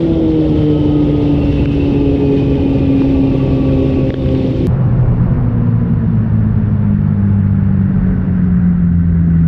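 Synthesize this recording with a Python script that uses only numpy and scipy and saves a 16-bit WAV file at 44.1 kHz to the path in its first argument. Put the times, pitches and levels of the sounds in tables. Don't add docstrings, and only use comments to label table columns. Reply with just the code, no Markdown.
import sys
import numpy as np
from scipy import signal
from scipy.io import wavfile
from scipy.ndimage import uniform_filter1d

SR = 44100
rng = np.random.default_rng(int(sys.argv[2]) if len(sys.argv) > 2 else 0)


def store_pcm(level_fs):
    pcm = np.round(np.clip(level_fs, -1, 1) * 32767).astype(np.int16)
    wavfile.write(sys.argv[1], SR, np.atleast_2d(pcm).T)


N = 417627
T = np.arange(N) / SR
JUMP_S = 4.67

# time in seconds, four-stroke cycle rate in Hz. Orders are multiples of this rate.
CYCLE_RATE = [(0.0, 83.6), (0.55, 76.0), (1.16, 73.0), (1.55, 71.5), (1.94, 70.5), (2.52, 68.8),
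              (3.3, 67.3), (4.08, 66.1), (4.66, 65.2), (4.68, 60.1), (5.48, 57.4), (5.87, 56.3),
              (6.87, 51.3), (7.66, 48.6), (8.06, 46.7), (8.46, 45.1), (8.85, 43.3), (9.45, 41.2)]
# centre in Hz, width in Hz, relative level in dB.
FAST_SWELLS = [(130.2, 16, -22.5), (134.4, 11, -23), (149, 20, -17.5), (175, 29, -19.5), (271, 9.7, -15),
               (311.4, 95, -13.5), (395, 78, -34.5), (403, 85, -32.5), (466, 50.4, -19.5), (530.4, 22, -27),
               (606, 70, -41.5), (650, 45, -33)]
SLOW_SWELLS = [(84.1, 12, -16.5), (98.65, 7.3, -13), (107.1, 4.6, -12), (113.45, 3.4, -13),
               (118.2, 4.6, -14), (150.3, 15, -6), (171.9, 32.5, -11.5), (197, 30, -18), (204.5, 3.6, -15),
               (221, 10, -23.5)]
# order, relative level in dB.
FAST_LINES = [(1, -43.5), (3, -31), (5, -29.5), (7, -44), (9, -54.5), (10, -43), (11, -48.5), (12, -49),
              (13, -52.5), (14, -48.5)]
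SLOW_LINES = [(1, -39), (5, -37), (6, -37.5), (7, -43), (8, -42.5), (9, -45), (10, -52), (12, -51.5)]
# time in seconds, roughness from 0 to 1.
FAST_ROUGHNESS = [(0, .45), (2.9, .5), (3.25, .2), (4.66, .2)]
# frequency in Hz, relative density in dB.
RUMBLE = [(18, -6.5), (38, 6.5), (60, -2), (90, -16.5)]
FAST_BUFFET = [(20, -8), (38, -8.5), (58, 8.5), (110, 6.5), (170, 2.8), (230, 0.5), (320, 2.5), (430, -7),
               (560, -13), (700, -36)]
FAST_RUSH = [(350, 1), (550, 10.5), (680, -5.5), (850, -2), (1020, -25), (1300, -17.5), (2000, -45)]
FAST_HISS = [(1100, 0), (1400, -7.5), (1800, -2.5), (2100, -3), (2800, -5.5), (3600, -2), (4400, -14),
             (5300, -17), (6300, -26.5), (7500, -32), (10000, -35.5), (11500, -48), (14500, -54)]
SLOW_BUFFET = [(40, -10.5), (66, 5), (95, 3), (140, 5), (200, 0.5), (270, -14), (350, -20), (480, -29),
               (700, -28.5)]
SLOW_RUSH = [(280, -10), (420, 3.5), (600, -1.5), (850, -5), (1150, -7.5), (1600, -26), (2400, -30.5)]
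SLOW_HISS = [(1100, -3.5), (1500, 2), (1900, -11.5), (2400, -10.5), (3000, -31)]
SLOW_TREBLE = [(2300, 1), (3000, -3.5), (3700, -7.5), (5100, -14), (6000, -28), (6500, -40)]
# time in seconds, relative levels of rush and hiss in dB.
FAST_AIR = [(0.03, -36, -44), (0.17, -36, -47.5), (1.13, -34, -45), (1.48, -37, -42.5), (1.55, -39, -41.5),
            (2.28, -36.5, -46.5), (3.95, -37, -44), (4.15, -42, -44.5)]
# time in seconds, relative levels of rush, hiss and treble in dB.
SLOW_AIR = [(4.7, -32.5, -47.5, -52.5), (5.35, -34, -46, -55), (5.9, -39, -47, -55),
            (7.67, -40.5, -46, -57), (8.15, -40, -46, -55.5), (8.75, -44, -47.5, -58.5),
            (8.95, -48, -51.5, -59.5), (9.4, -44.5, -48.5, -58.5)]
# peak time in seconds, half length in seconds, relative rise in dB.
GUSTS = [(2.4, 0.38, 2.5), (3.603, 0.99, 6), (5.249, 0.3, 12), (8.143, 0.19, 8.5)]
# centre in Hz, width in Hz, relative dB.
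PANEL_MODES = [(855, 42, -48.5), (2110, 91, -58), (2584, 62, -53.5), (2720, 50, -56), (3080, 90, -53.5),
               (3690, 100, -54.5), (5040, 200, -62.5)]
CASING_MODES = [(844, 100, -44), (735, 80, -50), (965, 55, -51), (1139, 47, -41.5), (1254, 100, -43.5),
                (1410, 140, -49), (2490, 100, -46)]
GUARD_MODES = [(1353, 130, -49.5), (1505, 110, -47), (1662, 100, -52), (1910, 220, -50.5)]
# order, relative level in dB, pitch wander in Hz.
MESHES = [(12, 2.5, 16), (17, -1.5, 6), (36, -0.5, 4.6)]
# peak time and half length in seconds, order, relative dB, width in Hz.
WHINES = [(0.76, .24, 40.8, -44.5, 150), (1.15, .15, 46.3, -51, 40), (1.7, .4, 41.9, -46.5, 60),
          (1.72, .4, 38.1, -41.5, 50), (1.68, .33, 36, -44, 35), (2.7, .75, 36, -47, 60),
          (2.55, .25, 44, -48, 50)]
# start and end in seconds, pitch in Hz, width in Hz, level in dB.
SQUEALS = [(1.2, 1.9, 2745, 74, -48.5), (2.45, 3.5, 2605, 60, -48.5), (2.6, 4.1, 2742, 25, -50.5),
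           (3.5, 4.1, 2600, 23, -47), (3.45, 4.1, 2490, 110, -51)]
# start in seconds, thump in dB, lower ring in Hz and dB, upper ring in Hz and dB.
KNOCKS = [(1.6575, -13, 1600, -17, 2350, -17.5), (3.0188, -4, 800, -13, 1900, -25),
          (4.1045, -3, 1980, -13.5, 3480, -23), (4.1415, -1, 1680, -14, 3250, -16.5),
          (4.26, -24, 900, -28, 1650, -27), (4.289, -28, 3000, -24, 4700, -38),
          (4.35, -28, 1700, -28, 2850, -27)]
# pitch in Hz, level in dB re the upper ring, 60 dB decay time in seconds.
FITTINGS = [(2200, -21, .04), (2620, -6, .005), (2620, -18, .06), (3596, -28, .5), (3850, -6, .005)]
# time in seconds, firing rate in Hz, firing, crank and octave levels in dB.
BIKE_BESIDE = [(1.7, 418, -30, -54, -63), (2.0, 420.7, -24, -49, -58.5), (2.2, 419.2, -20, -38.5, -46),
               (2.53, 416, -19.5, -43.5, -59), (2.7, 410, -50, -54, -64)]
BIKE_AHEAD = [(4.62, 260, -41, -15, -37.5), (5.0, 257.4, -39, -16, -36.5), (5.35, 248.4, -24.5, -20, -38),
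              (5.7, 239.3, -18.5, -24, -33.5), (6.1, 229.6, -22, -30, -39),
              (6.6, 219.2, -35.5, -39.5, -56.5), (7.3, 208.3, -43.5, -44, -50)]
# centre in Hz, width in Hz, linear boost.
AIRBOX_MODES = [(407, 26, 2.3), (249, 14, 3.1), (290, 26, 0.97), (347.7, 7.6, 1), (454, 10, 0.65)]
# time in seconds, gain in dB.
SLOW_LINES_GAIN = [(4.7, -7.5), (5.9, -9.5), (6.4, -8.5), (7.6, -12.5), (8.1, -5), (8.6, -8.5), (8.9, -9.5),
                   (9.4, -3.5)]
BURBLE_GAIN = [(4.7, -19.5), (5.05, -21), (5.4, -27), (6.2, -32), (7.0, -42)]
RATTLE_GAIN = [(4.7, -8), (7.3, -9.5), (7.95, -0.5), (8.65, 0), (8.95, -2), (9.4, -.5)]


def from_db(db):
    return 10 ** (np.asarray(db) / 20)


def unit_rms(x):
    return x / np.sqrt(np.mean(x ** 2) + 1e-20)


def curves(rows):
    times_s, *columns = np.transpose(rows)
    return [np.interp(T, times_s, column) for column in columns]


def drift(rate_hz):
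    step, warmup = 40, 2000
    pole = np.exp(-2 * np.pi * rate_hz * step / SR)
    white = rng.standard_normal(N // step + warmup + 2)
    slow = signal.lfilter([1], [1, -2 * pole, pole * pole], white)[warmup:]
    return np.interp(np.arange(N) / step, np.arange(len(slow)), unit_rms(slow))


def phase_rad(hz):
    return 2 * np.pi * np.cumsum(hz) / SR


def narrow_noise(hz, width_hz):
    lowpass = signal.butter(2, width_hz / 2, fs=SR, output="sos")
    a, b = signal.sosfilt(lowpass, rng.standard_normal((2, N)))
    carrier_rad = phase_rad(np.full(N, hz))
    return unit_rms(a * np.sin(carrier_rad) + b * np.cos(carrier_rad))


def resonate(x, hz, width_hz):
    return signal.lfilter(*signal.iirpeak(hz, hz / width_hz, fs=SR), x)


def swept_gain(peaks, hz):
    step = 100
    power = sum((from_db(db) / (1 + (2 * (hz[::step] - centre_hz) / width_hz) ** 2)) ** 2
                for centre_hz, width_hz, db in peaks)
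    return np.interp(T, T[::step], np.sqrt(power))


def line_db(swells, hz):
    return 20 * np.log10(swept_gain(swells, hz)) + 1.4 * drift(4.9)


def exhaust_lines(cycle_rad, lines, rough, rough_hz):
    out = 0
    for order, db in lines:
        line_rad = round(order) * cycle_rad + 2 * np.pi * rng.random()
        in_phase = (1 + rough * drift(rough_hz)) * np.sin(line_rad)
        quadrature = rough * drift(rough_hz) * np.cos(line_rad)
        out += from_db(db) * (in_phase + quadrature)
    return np.sqrt(2) * out


def fast_exhaust(cycle_hz, cycle_rad):
    crank, firing, *overtones = [(k, line_db(FAST_SWELLS, k * cycle_hz)) for k in (2, 4, 6, 8)]
    roughness, = curves(FAST_ROUGHNESS)
    main = exhaust_lines(cycle_rad, [crank, firing], rough=.07, rough_hz=18)
    upper = exhaust_lines(cycle_rad, overtones, roughness, rough_hz=14)
    weak = exhaust_lines(cycle_rad, FAST_LINES, rough=.06, rough_hz=22)
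    return from_db(1.3) * main + from_db(-1.5) * upper + from_db(-3.5) * weak


def turbulence(spectrum, eddy_db, eddy_hz):
    hz, db = np.transpose(spectrum)
    edges_hz = 18 * 2 ** (np.arange(30) / 3)
    white, out = rng.standard_normal((2, N)), 0
    for k, (low, high) in enumerate(zip(edges_hz, edges_hz[1:])):
        if high > hz[0] and low < hz[-1]:
            bandpass = signal.butter(3, [low, high], "band", fs=SR, output="sos")
            band_db = np.interp(np.log(low * high) / 2, np.log(hz), db)
            out += signal.sosfilt(bandpass, white[k % 2]) * from_db(band_db + eddy_db * drift(eddy_hz))
    return unit_rms(out)


def gusts_db():
    return sum(db * np.exp(-((T - peak_s) / half_s) ** 2) for peak_s, half_s, db in GUSTS)


def throb(cycle_rad, depth):
    return 1 + depth * (np.cos(2 * cycle_rad) + .5 * np.cos(cycle_rad) + .5 * np.cos(4 * cycle_rad))


def fast_wind(cycle_rad):
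    rush_db, hiss_db = curves(FAST_AIR)
    buffet = from_db(-15 + .084 * gusts_db()) * turbulence(FAST_BUFFET, eddy_db=3, eddy_hz=58)
    rush = from_db(rush_db + 9) * turbulence(FAST_RUSH, eddy_db=1, eddy_hz=14)
    sway_db = .94 * drift(4)
    hiss = from_db(hiss_db + 4.5 + sway_db) * turbulence(FAST_HISS, eddy_db=1.75, eddy_hz=38)
    rumble = from_db(-37 + 1.2 * gusts_db()) * turbulence(RUMBLE, eddy_db=2, eddy_hz=16)
    return buffet + rumble + rush + hiss * throb(cycle_rad, depth=.071)


def panels():
    return sum(from_db(db) * unit_rms(resonate(rng.standard_normal(N), hz, width_hz))
               for hz, width_hz, db in PANEL_MODES)


def chain_rollers(cycle_hz):
    return from_db(-47) * narrow_noise(39.5 * cycle_hz, width_hz=750)


def gears(cycle_hz, cycle_rad):
    out = 0
    for order, db, wander_hz in MESHES:
        wander_rad = phase_rad(wander_hz * drift(20))
        tone = np.sqrt(2) * np.sin(order * cycle_rad + wander_rad)
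        shake = (1 + .5 * drift(44)) * from_db(1.6 * drift(5) - .8)
        out += from_db(db) * swept_gain(CASING_MODES, order * cycle_hz) * tone * shake
    return out


def gear_whines(cycle_hz):
    out = 0
    for peak_s, half_s, order, db, width_hz in WHINES:
        swell = np.exp(-((T - peak_s) / half_s) ** 2)
        out += from_db(db + 1.3) * swell * narrow_noise(order * cycle_hz, width_hz)
    return out


def brakes(ramp_s=.08):
    out = 0
    for start_s, end_s, hz, width_hz, db in SQUEALS:
        drag = np.clip(np.minimum(T - start_s, end_s - T) / ramp_s + .5, 0, 1)
        out += from_db(db) * drag * narrow_noise(hz, width_hz)
    return out


def ping(start_s, hz, db, swell_s=.00052):
    age_s = np.clip(T - start_s, 0, 20 * swell_s)
    envelope = age_s / swell_s * np.exp(1 - age_s / swell_s)
    return from_db(db) * envelope * np.sin(2 * np.pi * hz * age_s)


def ring(clicks, hz, t60_s):
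    pole, step_rad = from_db(-60 / (t60_s * SR)), 2 * np.pi * hz / SR
    feedback = [1, -2 * pole * np.cos(step_rad), pole * pole]
    return signal.lfilter([0, np.sin(step_rad)], feedback, clicks + 1e-18)


def grit(thump_hz=370, contact_hz=5200):
    out, clicks = np.zeros(N), np.zeros(N)
    for start_s, thump_db, lower_hz, lower_db, upper_hz, upper_db in KNOCKS:
        out += ping(start_s, thump_hz, thump_db, swell_s=.0014)
        out += ping(start_s, lower_hz, lower_db) + ping(start_s, upper_hz, upper_db)
        clicks[round(start_s * SR)] = from_db(upper_db)
    out += sum(ring(from_db(db) * clicks, hz, t60_s) for hz, db, t60_s in FITTINGS)
    return signal.sosfilt(signal.butter(4, contact_hz, fs=SR, output="sos"), out)


def other_bike(rows, gear_db, fade_s=.051):
    firing_hz, firing_db, crank_db, octave_db = curves(rows)
    fade = np.clip(np.minimum(T - rows[0][0], rows[-1][0] - T) / fade_s, 0, 1)
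    lines = [(2, crank_db), (4, firing_db), (8, octave_db), (17, firing_db + gear_db)]
    return fade * exhaust_lines(phase_rad(firing_hz / 4), lines, rough=.18, rough_hz=10)


def slow_exhaust(cycle_hz, cycle_rad):
    crank_db, uneven_db, firing_db = [line_db(SLOW_SWELLS, k * cycle_hz) for k in (2, 3, 4)]
    main = exhaust_lines(cycle_rad, [(2, crank_db), (4, firing_db)], rough=.08, rough_hz=12)
    main += exhaust_lines(cycle_rad, [(3, uneven_db - 11.5)], rough=.45, rough_hz=9)
    weak = exhaust_lines(cycle_rad, SLOW_LINES, rough=.8, rough_hz=17)
    for hz, width_hz, boost in AIRBOX_MODES:
        weak += boost * resonate(weak, hz, width_hz)
    weak_db, = curves(SLOW_LINES_GAIN)
    burble_db, = curves(BURBLE_GAIN)
    burble = narrow_noise(2.42 * cycle_hz, width_hz=28)
    return from_db(1.22) * main + from_db(weak_db) * weak + from_db(burble_db) * burble


def slow_wind(cycle_rad):
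    rush_db, hiss_db, treble_db = curves(SLOW_AIR)
    buffet_db = -15.5 + .18 * (rush_db - rush_db.max()) + .072 * gusts_db()
    buffet = from_db(buffet_db) * turbulence(SLOW_BUFFET, eddy_db=1.6, eddy_hz=19)
    rumble = from_db(-28.5 + gusts_db()) * turbulence(RUMBLE, eddy_db=2, eddy_hz=5.1)
    treble = from_db(treble_db) * turbulence(SLOW_TREBLE, eddy_db=1.2, eddy_hz=30)
    rush = from_db(rush_db + 4) * turbulence(SLOW_RUSH, eddy_db=1.2, eddy_hz=22)
    hiss = from_db(hiss_db + 4.5) * turbulence(SLOW_HISS, eddy_db=1.2, eddy_hz=18)
    return buffet + rumble + rush + hiss * throb(cycle_rad, depth=.14) + treble


def chain_guard(cycle_rad):
    rattle_db, = curves(RATTLE_GAIN)
    rattle = sum(from_db(db) * narrow_noise(hz, width_hz) for hz, width_hz, db in GUARD_MODES)
    return from_db(rattle_db + 1.3 * drift(25)) * rattle * throb(cycle_rad, depth=.22)


def scene():
    cycle_hz, = curves(CYCLE_RATE)
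    cycle_rad = phase_rad(cycle_hz * (1 + .001 * drift(8)))
    fast = chain_rollers(cycle_hz) + fast_exhaust(cycle_hz, cycle_rad) + fast_wind(cycle_rad) + panels()
    fast += other_bike(BIKE_BESIDE, gear_db=-39) + gear_whines(cycle_hz) + brakes() + grit()
    slow = slow_exhaust(cycle_hz, cycle_rad) + slow_wind(cycle_rad)
    slow += other_bike(BIKE_AHEAD, gear_db=-27) + chain_guard(cycle_rad)
    slow_share = np.clip((T - JUMP_S) / .0046, 0, 1)
    tick = from_db(-11.5) * (T >= JUMP_S) * np.exp(-np.abs(T - JUMP_S) / .0016)
    mix = (1 - slow_share) * fast + slow_share * slow + gears(cycle_hz, cycle_rad) + tick
    fade_in = np.minimum(T / .004, 1)
    return (fade_in * mix)[None]


def limiter_gain(x, ceiling_db, release_db_per_s):
    over_db = np.maximum(20 * np.log10(np.abs(x) + 1e-9) - ceiling_db, 0)
    held_db = np.maximum.accumulate(over_db + release_db_per_s * T, axis=-1) - release_db_per_s * T
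    return from_db(-uniform_filter1d(uniform_filter1d(held_db, size=133), size=89))


def record(dry, crossover_hz=1000, stopband_hz=16610):
    bass = signal.sosfiltfilt(signal.butter(4, crossover_hz, fs=SR, output="sos"), dry)
    treble = dry - bass
    held = treble + bass * limiter_gain(bass, ceiling_db=-4, release_db_per_s=110)
    ducked = from_db(-.5) * held * limiter_gain(treble, ceiling_db=-18, release_db_per_s=68)
    return signal.sosfilt(signal.cheby2(12, 70, stopband_hz, fs=SR, output="sos"), ducked)


dry = scene()
out = record(dry)
store_pcm(out)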